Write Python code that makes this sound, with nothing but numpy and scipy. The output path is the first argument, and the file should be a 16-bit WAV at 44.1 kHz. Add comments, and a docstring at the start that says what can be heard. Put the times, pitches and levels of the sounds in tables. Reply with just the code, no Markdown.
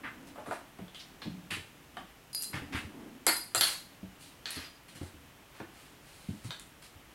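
"""A small steel bell jingles on a ribboned wand toy as a kitten chases it along a hollow painted ledge.
A loose pellet strikes the bell's shell and excites its modes. The toy clacks down, ringing wand and
board; soft paws thud on the board and scuff over it by stick-slip friction. A small hard-walled room
reverberates after each contact, over a quiet hiss, a faint rustle and a low drone that comes and goes."""
import sys
import numpy as np
from scipy import signal
from scipy.fft import rfft, irfft, next_fast_len
from scipy.io import wavfile
from scipy.ndimage import uniform_filter1d

SR = 44100
rng = np.random.default_rng(int(sys.argv[2]) if len(sys.argv) > 2 else 0)


def transcribe(u):
    """Save the signal u as a 16-bit wav file named by the first command-line argument.

    u: samples, shape (n,) or (channels, n), limited to [-1, 1]; the rate is SR.
    q: integer samples, one column per channel.
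    """
    v = np.clip(np.atleast_2d(u).T, -1, 1)
    q = np.round(v * 32767).astype(np.int16)
    wavfile.write(sys.argv[1], SR, q)


N = 314874
T = np.arange(int(.6 * SR)) / SR  # time axis of one event, in seconds

# Background spectra. Each row: frequency in Hz, relative level in dB.
AIR_SPECTRUM = [(15, -62), (25, -9), (59, 0.5), (80, -5), (141, -1), (161, -2), (261, -11), (352, -7),
                (527, -11), (572, -9.5), (1120, -13.5), (1980, -19), (2660, -37), (5370, -22),
                (15800, -31.5)]
DRONE_SPECTRUM = [(100, -18), (200, -5), (280, 1.5), (360, -9), (500, -16.5), (900, -20.5), (2000, -30),
                  (6000, -55)]
RUSTLE_SPECTRUM = [(200, -15), (800, 0.5), (3000, 1.5), (5500, -13), (9500, -12), (13000, -10),
                   (16000, -15)]
# The drone's swells. Each row: time in seconds, relative level in dB.
DRONE_CONTOUR = [(0.0, -57), (0.34, -58), (0.89, -70), (1.37, -61), (2.3, -71.5), (2.54, -58), (2.72, -53),
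                 (3.14, -55), (3.32, -64), (7.14, -72)]
# Spectra of sliding fur and ribbon, a paw's thud, the knocked board, the wand and a hard contact point.
# Each row: frequency in Hz, relative level in dB.
HISS_SPECTRUM = [(1500, -30), (4000, 8), (5500, -0.5), (9500, 4.5), (12000, -5), (16000, -22)]
THUD_SPECTRUM = [(20, -29), (40, -12), (65, -12), (90, 3), (200, -1), (320, 0), (450, -12), (700, -18.5),
                 (1100, -31), (3000, -28.5), (9000, -57)]
BOARD_SPECTRUM = [(100, -32), (180, -22), (240, -10), (330, -2.5), (480, -2), (680, 3.5), (1000, 2.5),
                  (1500, 0.5), (2500, -9.5), (6000, -88)]
WAND_SPECTRUM = [(400, -11), (1000, -11), (1500, 2.5), (2300, -2), (3300, 4.5), (4500, 0), (5600, -12),
                 (7500, -10), (15000, -29)]
TICK_SPECTRUM = [(2000, -11), (4500, -3), (6000, 0.5), (8000, 7), (10000, 5.5), (12000, 0.5), (13500, -15),
                 (16000, -5)]
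# Paws and ribbons slide. Each row: start in seconds, length in seconds, rub level in dB,
# centre in Hz, width in octaves, hiss relative to the rub in dB.
SLIDES = [(0.034, 0.055, -40.5, 1740, 0.55, -33), (.268, 0.03, -59, 2000, 1.7, -7),
          (0.376, 0.038, -44.5, 764, 0.79, -24), (0.462, 0.038, -46, 735, 0.93, -13),
          (0.503, 0.054, -47, 1310, 1.03, -7.5), (0.946, 0.035, -51.5, 3360, 0.23, -9),
          (0.991, .03, -49, 3950, 0.54, -15), (1.216, 0.034, -48.5, 3500, 0.49, -17),
          (1.503, 0.062, -37.5, 2350, 0.68, -9), (2.529, 0.06, -39.5, 1720, 0.89, -22),
          (2.723, 0.062, -40, 1870, 0.96, -25), (2.745, 0.048, -39, 2150, 0.59, -13),
          (3.28, 0.026, -32, 1590, 0.63, -28), (3.619, 0.12, -38, 2140, 1.45, -2.5),
          (4.194, 0.094, -56.5, 3360, 0.53, 2), (4.483, 0.11, -45, 2770, 1.04, -30),
          (4.56, 0.11, -47, 2360, 1.05, -29), (4.881, 0.027, -56.5, 3100, 0.74, -2.5),
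          (4.947, 0.04, -54, 2500, 0.96, -2), (5.001, 0.097, -56, 587, 1.6, -2.5),
          (5.538, 0.088, -57, 1530, 1.4, -16), (5.719, 0.2, -59, 2800, 0.83, -4),
          (6.017, 0.51, -62, 3020, 0.84, 1), (6.439, 0.045, -54, 1820, 1.35, -0.5),
          (6.817, 0.058, -55.5, 3020, 0.85, -2.5)]
# Paws land. Each row: start in seconds, thud level in dB, flatness as a midrange boost in dB,
# boom frequency in Hz, boom t60 (time to fall 60 dB) in seconds.
LANDINGS = [(0.037, -52, 7, 281, 0.12), (.48, -48.5, -2, 293, 0.13), (.791, -48, 9, 192, 0.067),
            (0.813, -49.5, -11.5, 182.6, 0.19), (1.255, -42.5, 3.5, 213, .25),
            (1.266, -43, -2.5, 167.5, 0.52), (1.337, -53, -15, 184, .34), (1.514, -46.5, 2, 167, 0.19),
            (1.567, -47.5, 4, 106, 0.13), (2.039, -60.5, -2, 184, .07), (2.539, -40.5, 1.5, 130, 0.2),
            (2.617, -45, 2, 90, 0.17), (2.71, -49.5, -3, 266, 0.23), (2.745, -40.5, 0.5, 84, 0.22),
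            (2.848, -54.5, -17, 94, 0.062), (3.566, -53, -1, 109.5, 0.35), (4.028, -47, 1, 185.6, .19),
            (4.565, -44, 6, 90.4, 0.21), (4.954, -54.5, 2, 149, .1), (5.011, -41.5, 5, 89.6, 0.29),
            (5.139, -56.5, 0, 77, 0.29), (5.602, -46, 11.5, 208, 0.22), (6.287, -42.5, -8.5, 206, .06),
            (6.291, -48, -10, 101.5, 0.21), (6.331, -51, -14, 199.5, 0.043),
            (6.447, -46.5, -8.5, 117, 0.18), (6.48, -53.5, -12, 167, 0.12), (6.955, -60, -11, 89, 0.11)]
# Toy and claws hit the ledge. Each row: start in seconds, base level in dB, wand's share from 0 to 1,
# relative tick level in dB, resonance of the struck spot in Hz.
BLOWS = [(.358, -55.5, .03, -27, 676), (0.46, -50.5, .05, -24, 714), (.511, -37.5, 0, -29, 668),
         (0.7864, -55, 0.05, -15, 690), (.881, -61.5, .5, -25, 3450), (.947, -53.5, 0.8, -12, 3240),
         (1.219, -50, 0, -16, 4170), (1.509, -44, 0.93, -8, 2740), (1.969, -45.5, 0, -22, 735),
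         (1.97, -51, 0.35, -18, 3060), (3.2663, -31.5, 0.25, 1.5, 2130), (3.2673, -36, 0.4, 7, 316),
         (3.548, -32, 0.29, -2.5, 7540), (3.610, -28, 0.96, -5, 4370), (4.457, -41.5, 1, -36, 4310),
         (4.472, -49, .9, -28, 2470), (5.601, -47, 0.03, -32, 334), (6.507, -44, 0.85, -17, 3690),
         (6.597, -58.5, 1, 5, 8800)]
# Modes of the board and the stiff wand. Each row: frequency in Hz, relative level in dB, t60 in seconds.
BOARD_RESONANCES = [(354.6, 1.5, 0.41), (577, -16.5, 0.98), (698, 11.5, 0.12), (911, 10, 0.23),
                    (1264, -19, 0.27), (1500, -29, 0.58)]
WAND_RESONANCES = [(1367, -15, 0.34), (1715, -7, 0.13), (2088, -7, 0.1), (2500, -0.5, 0.042),
                   (3174, 3, 0.033), (3466, 6.5, 0.036), (3780, 0, 0.11), (4210, 4.5, 0.034),
                   (4660, 2, 0.04), (5950, -6.5, 0.071)]
# The bell's shell: three low and two high families of close modes. 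Each row is one family,
# and each of its modes: frequency in Hz, relative level in dB, t60 in seconds.
SHELL_FAMILIES = [
    [(2790, -13, 0.23), (4118, -1.5, 0.26)],
    [(4170, -17, 0.23), (4422, 10, 0.17), (4540, -6, .25), (4701, -6, .22), (4885, -3, 0.19)],
    [(4885, -14, 0.5), (4908, 1.5, 0.19)],
    [(9001, -12, 0.15), (9590, 1.5, 0.16), (10093, -2, 0.15)],
    [(11580, -8, 0.29), (11555, 0, 0.17), (15450, -21, .22)],
]
# Nominal pitch of each low family in Hz.
LOW_FAMILY_HZ = [4100, 4420, 4900]
# Level offset of each high family in dB.
HIGH_FAMILY_DB = [0.5, -4]
# The pellet hits the shell. Each row: start in seconds, base ring level in dB,
# pitch that the struck spot favours in Hz, hardness as a boost of the high families in dB.
PELLET_HITS = [(2.331, -49.5, 4900, -2.5), (2.348, -38, 4900, -2.5), (2.377, -44.5, 4900, -7),
               (2.410, -45.5, 4900, -5), (2.423, -52, 4900, 7.5), (2.445, -49.5, 4160, -4),
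               (3.267, -37.5, 4900, 4.5), (3.278, -29.5, 4480, -5), (3.367, -44, 4900, 1),
               (3.548, -38, 4100, -4), (3.558, -45.5, 4100, 5), (3.578, -38.5, 4900, -2.5),
               (3.611, -35, 4100, 1), (3.633, -33, 4280, -14), (3.679, -42, 4200, -1.5),
               (4.506, -51, 4100, 3.5), (4.56, -47, 4300, -7), (4.645, -54.5, 4900, -22)]


def undb(db):
    """Amplitude ratio of a level in decibels."""
    return 10 ** (np.asarray(db) / 20)


def fade(t60):
    """Exponential decay: 60 dB are lost in t60 seconds."""
    return np.exp(-np.log(1000) * T / t60)


def noise(size):
    """Gaussian white noise: equal mean power at all frequencies."""
    return rng.standard_normal(size)


def colour(x, spectrum):
    """Minimum-phase filtering through (Hz, dB) points, by the folded cepstrum."""
    size = next_fast_len(len(x) + 2048, real=True)
    size += size % 2
    hz, db = np.transpose(spectrum)
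    bin_hz = np.fft.rfftfreq(size, 1 / SR)
    log_gain = np.log(undb(np.interp(np.log(bin_hz + 1), np.log(hz), db)))
    cepstrum = irfft(log_gain)[:size // 2]
    cepstrum[1:] *= 2
    return irfft(rfft(x, size) * np.exp(rfft(cepstrum, size)))[:len(x)]


def level(x, db):
    """Short-time rms scaling: the loudest 30 ms are brought to the given level."""
    power = uniform_filter1d(x ** 2, int(.03 * SR), mode="constant").max()
    return x * undb(db) / np.sqrt(power)


def add(out, start_s, x):
    """Superposition: an event adds to the sound already there."""
    start = max(int(start_s * SR), 0)
    out[start:start + len(x)] += x[:N - start]


def room(x, wet_db):
    """Reverberation: dense early reflections and a tail, longest in the treble, follow the direct sound."""
    white = noise(len(T))
    bass, below_treble = (signal.sosfilt(signal.butter(1, hz, fs=SR, output="sos"), white)
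                          for hz in (500, 5000))
    middle, treble = below_treble - bass, white - below_treble
    late = bass * fade(t60=0.21) + middle * fade(t60=0.36) + treble * fade(t60=0.42)
    early = noise(len(T)) * fade(t60=0.16)
    build_up = 1 - np.exp(-T / 0.0067)
    echo = signal.fftconvolve(x, (early + undb(-3) * late) * build_up)[:len(T)]
    return x + undb(wet_db) * echo * np.std(x) / np.std(echo)


def mode(hz, t60, drift_hz=0):
    """Free vibration of a damped oscillator struck at rest; its pitch may drift."""
    return np.sin(2 * np.pi * (hz * T + np.cumsum(drift_hz) / SR)) * fade(t60)


def ring(modes, sway_hz=0):
    """Modal superposition: the balance varies with each blow, and a tumbling body's pitches waver."""
    knots = np.linspace(0, T[-1], 40)
    out = np.zeros(len(T))
    for hz, db, t60 in modes:
        gain = undb(db + rng.normal())
        drift_hz = sway_hz * np.interp(T, knots, noise(len(knots)))
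        out += gain * mode(hz, t60, drift_hz)
    return out


def crack(spectrum, t60):
    """Modal overlap: a brief contact excites so many damped modes that they merge into a noise burst."""
    return colour(noise(len(T)) * fade(t60), spectrum)


def wavering_noise(spectrum, waver_db, rate_hz):
    """Random amplitude modulation: coloured noise wanders in level about an rms of 1."""
    x = colour(noise(N), spectrum)
    wander = np.interp(np.arange(N) / SR * rate_hz, np.arange(512), noise(512))
    return x / np.std(x) * undb(waver_db * wander)


def background():
    """Incoherent sources add: room hiss, a swelling low drone and the rustle of fur and ribbons."""
    drone_db = 3 + np.interp(np.arange(N) / SR, *np.transpose(DRONE_CONTOUR))
    air = undb(-59) * wavering_noise(AIR_SPECTRUM, waver_db=-0.6, rate_hz=3.6)
    drone = undb(drone_db) * wavering_noise(DRONE_SPECTRUM, waver_db=2.5, rate_hz=7.9)
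    rustle = undb(-60.5) * wavering_noise(RUSTLE_SPECTRUM, waver_db=.6, rate_hz=30)
    return air + drone + rustle


def scuffs(slips_per_s=2500, spread_db=2.0, skirt_db=9, rise_share=0.049):
    """Stick-slip friction: dense tiny slips drive a broad resonance and a hiss of fur and ribbon."""
    out = np.zeros(N)
    grid_hz = np.geomspace(60, 16000, 40)
    for start, length, rub_db, centre_hz, width, hiss_db in SLIDES:
        stroke = (1 - np.exp(-T / (rise_share * length))) * np.exp(-(T / length) ** 4)
        sizes = noise(len(T)) * undb(spread_db * np.minimum(rng.exponential(size=len(T)), 4))
        slips = sizes * (rng.random(len(T)) < slips_per_s / SR)
        friction = stroke * (slips + 0.25 * noise(len(T)))
        detuning = np.log2(grid_hz / centre_hz) / width
        steepness = np.where(grid_hz > centre_hz, 2, 1)
        resonance_db = -skirt_db * np.log1p(detuning ** 2 / 2) * steepness
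        rub = colour(friction, np.c_[grid_hz, resonance_db])
        add(out, start, level(room(rub, wet_db=-1.5), rub_db))
        add(out, start, level(room(colour(friction, HISS_SPECTRUM), wet_db=0), rub_db + hiss_db))
    return out


def paws(contact_s=0.0027, boom_loss_per_flatness=0.46):
    """Soft impact: a slow push excites mainly low board modes; a flat pad slaps more and damps the boom."""
    out = np.zeros(N)
    push = 1 - np.exp(-T / contact_s)
    for start, db, flat_db, boom_hz, t60 in LANDINGS:
        spectrum = [(hz, band_db + flat_db * (400 < hz < 2000)) for hz, band_db in THUD_SPECTRUM]
        thud = colour(noise(len(T)) * push * fade(t60=0.093), spectrum)
        boom = push * mode(boom_hz, t60)
        add(out, start, level(room(thud, wet_db=-5.5), db))
        add(out, start, level(room(boom, wet_db=-7), db - boom_loss_per_flatness * flat_db))
    return out


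def knocks(spot_cycles=14, bounce_above_share=.7, bounce_loss_db=9.5):
    """Hard impact: board and wand divide the energy, while the contact ticks and the struck spot rings."""
    out = np.zeros(N)
    for start, db, wand_share, tick_db, spot_hz in BLOWS:
        wand_share = np.clip(wand_share, .005, .995)
        board_db, wand_db = db + 10 * np.log10([1 - wand_share, wand_share])
        add(out, start, level(room(crack(BOARD_SPECTRUM, t60=0.042), wet_db=0), board_db))
        add(out, start, level(room(ring(BOARD_RESONANCES), wet_db=-8), board_db - 10))
        add(out, start, level(room(crack(TICK_SPECTRUM, t60=0.0038), wet_db=-1), db + tick_db))
        spot = mode(spot_hz, t60=0.017 + spot_cycles / spot_hz)  # low modes ring longer
        add(out, start, level(room(spot, wet_db=2.5), db - 2))
        # a wand that takes most of the blow strikes twice more, weaker each time
        for bounce, delay in enumerate([0, .012, 0.043]):
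            clack = level(room(crack(WAND_SPECTRUM, t60=0.0077), wet_db=11), -4)
            wand_ring = level(room(ring(WAND_RESONANCES), wet_db=-4.5), -2)
            if bounce == 0 or wand_share > bounce_above_share:
                add(out, start + delay, (clack + wand_ring) * undb(wand_db - bounce * bounce_loss_db))
    # a high-pass at 190 Hz keeps low rumble out of the knocks
    return signal.sosfilt(signal.butter(4, 190, "high", fs=SR, output="sos"), out)


def bell(loss_db_per_octave=65, max_loss_db=12, tick_per_hardness=1.58, skitter_above_db=5):
    """Shell vibration: where the pellet hits selects the low modes; hardness adds high modes and tick."""
    out = np.zeros(N)
    for start, ring_db, spot_hz, hard_db in PELLET_HITS:
        octaves_off = np.abs(np.log2(np.array(LOW_FAMILY_HZ) / spot_hz))
        low_db = -np.minimum(loss_db_per_octave * octaves_off, max_loss_db)
        high_db = hard_db + np.array(HIGH_FAMILY_DB)
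        for modes, family_db in zip(SHELL_FAMILIES, np.r_[low_db, high_db]):
            add(out, start, level(room(ring(modes, sway_hz=13.6), wet_db=-3.5), ring_db + family_db))
        tick_db = ring_db - 3 + tick_per_hardness * hard_db
        # after a very hard hit the pellet skitters round the shell, 1 dB weaker at each touch
        delays = [0, .005, .012, .02] if hard_db > skitter_above_db else [0]
        for touch, delay in enumerate(delays):
            tick = room(crack(TICK_SPECTRUM, t60=0.0052), wet_db=-3)
            add(out, start + delay, level(tick, tick_db - touch))
    return out


def scene():
    """Linear superposition: the pressures of all sources add at one point."""
    return (bell() + knocks() + paws() + scuffs() + background())[None]


def record(dry, ceiling=.45, top_hz=15850):
    """Soft saturation rounds the loudest peaks, and a steep low-pass filter limits the bandwidth."""
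    rounded = ceiling * np.tanh(dry / ceiling)
    return signal.sosfilt(signal.ellip(10, .2, 80, top_hz, fs=SR, output="sos"), rounded)


dry = scene()
out = record(dry)
transcribe(out)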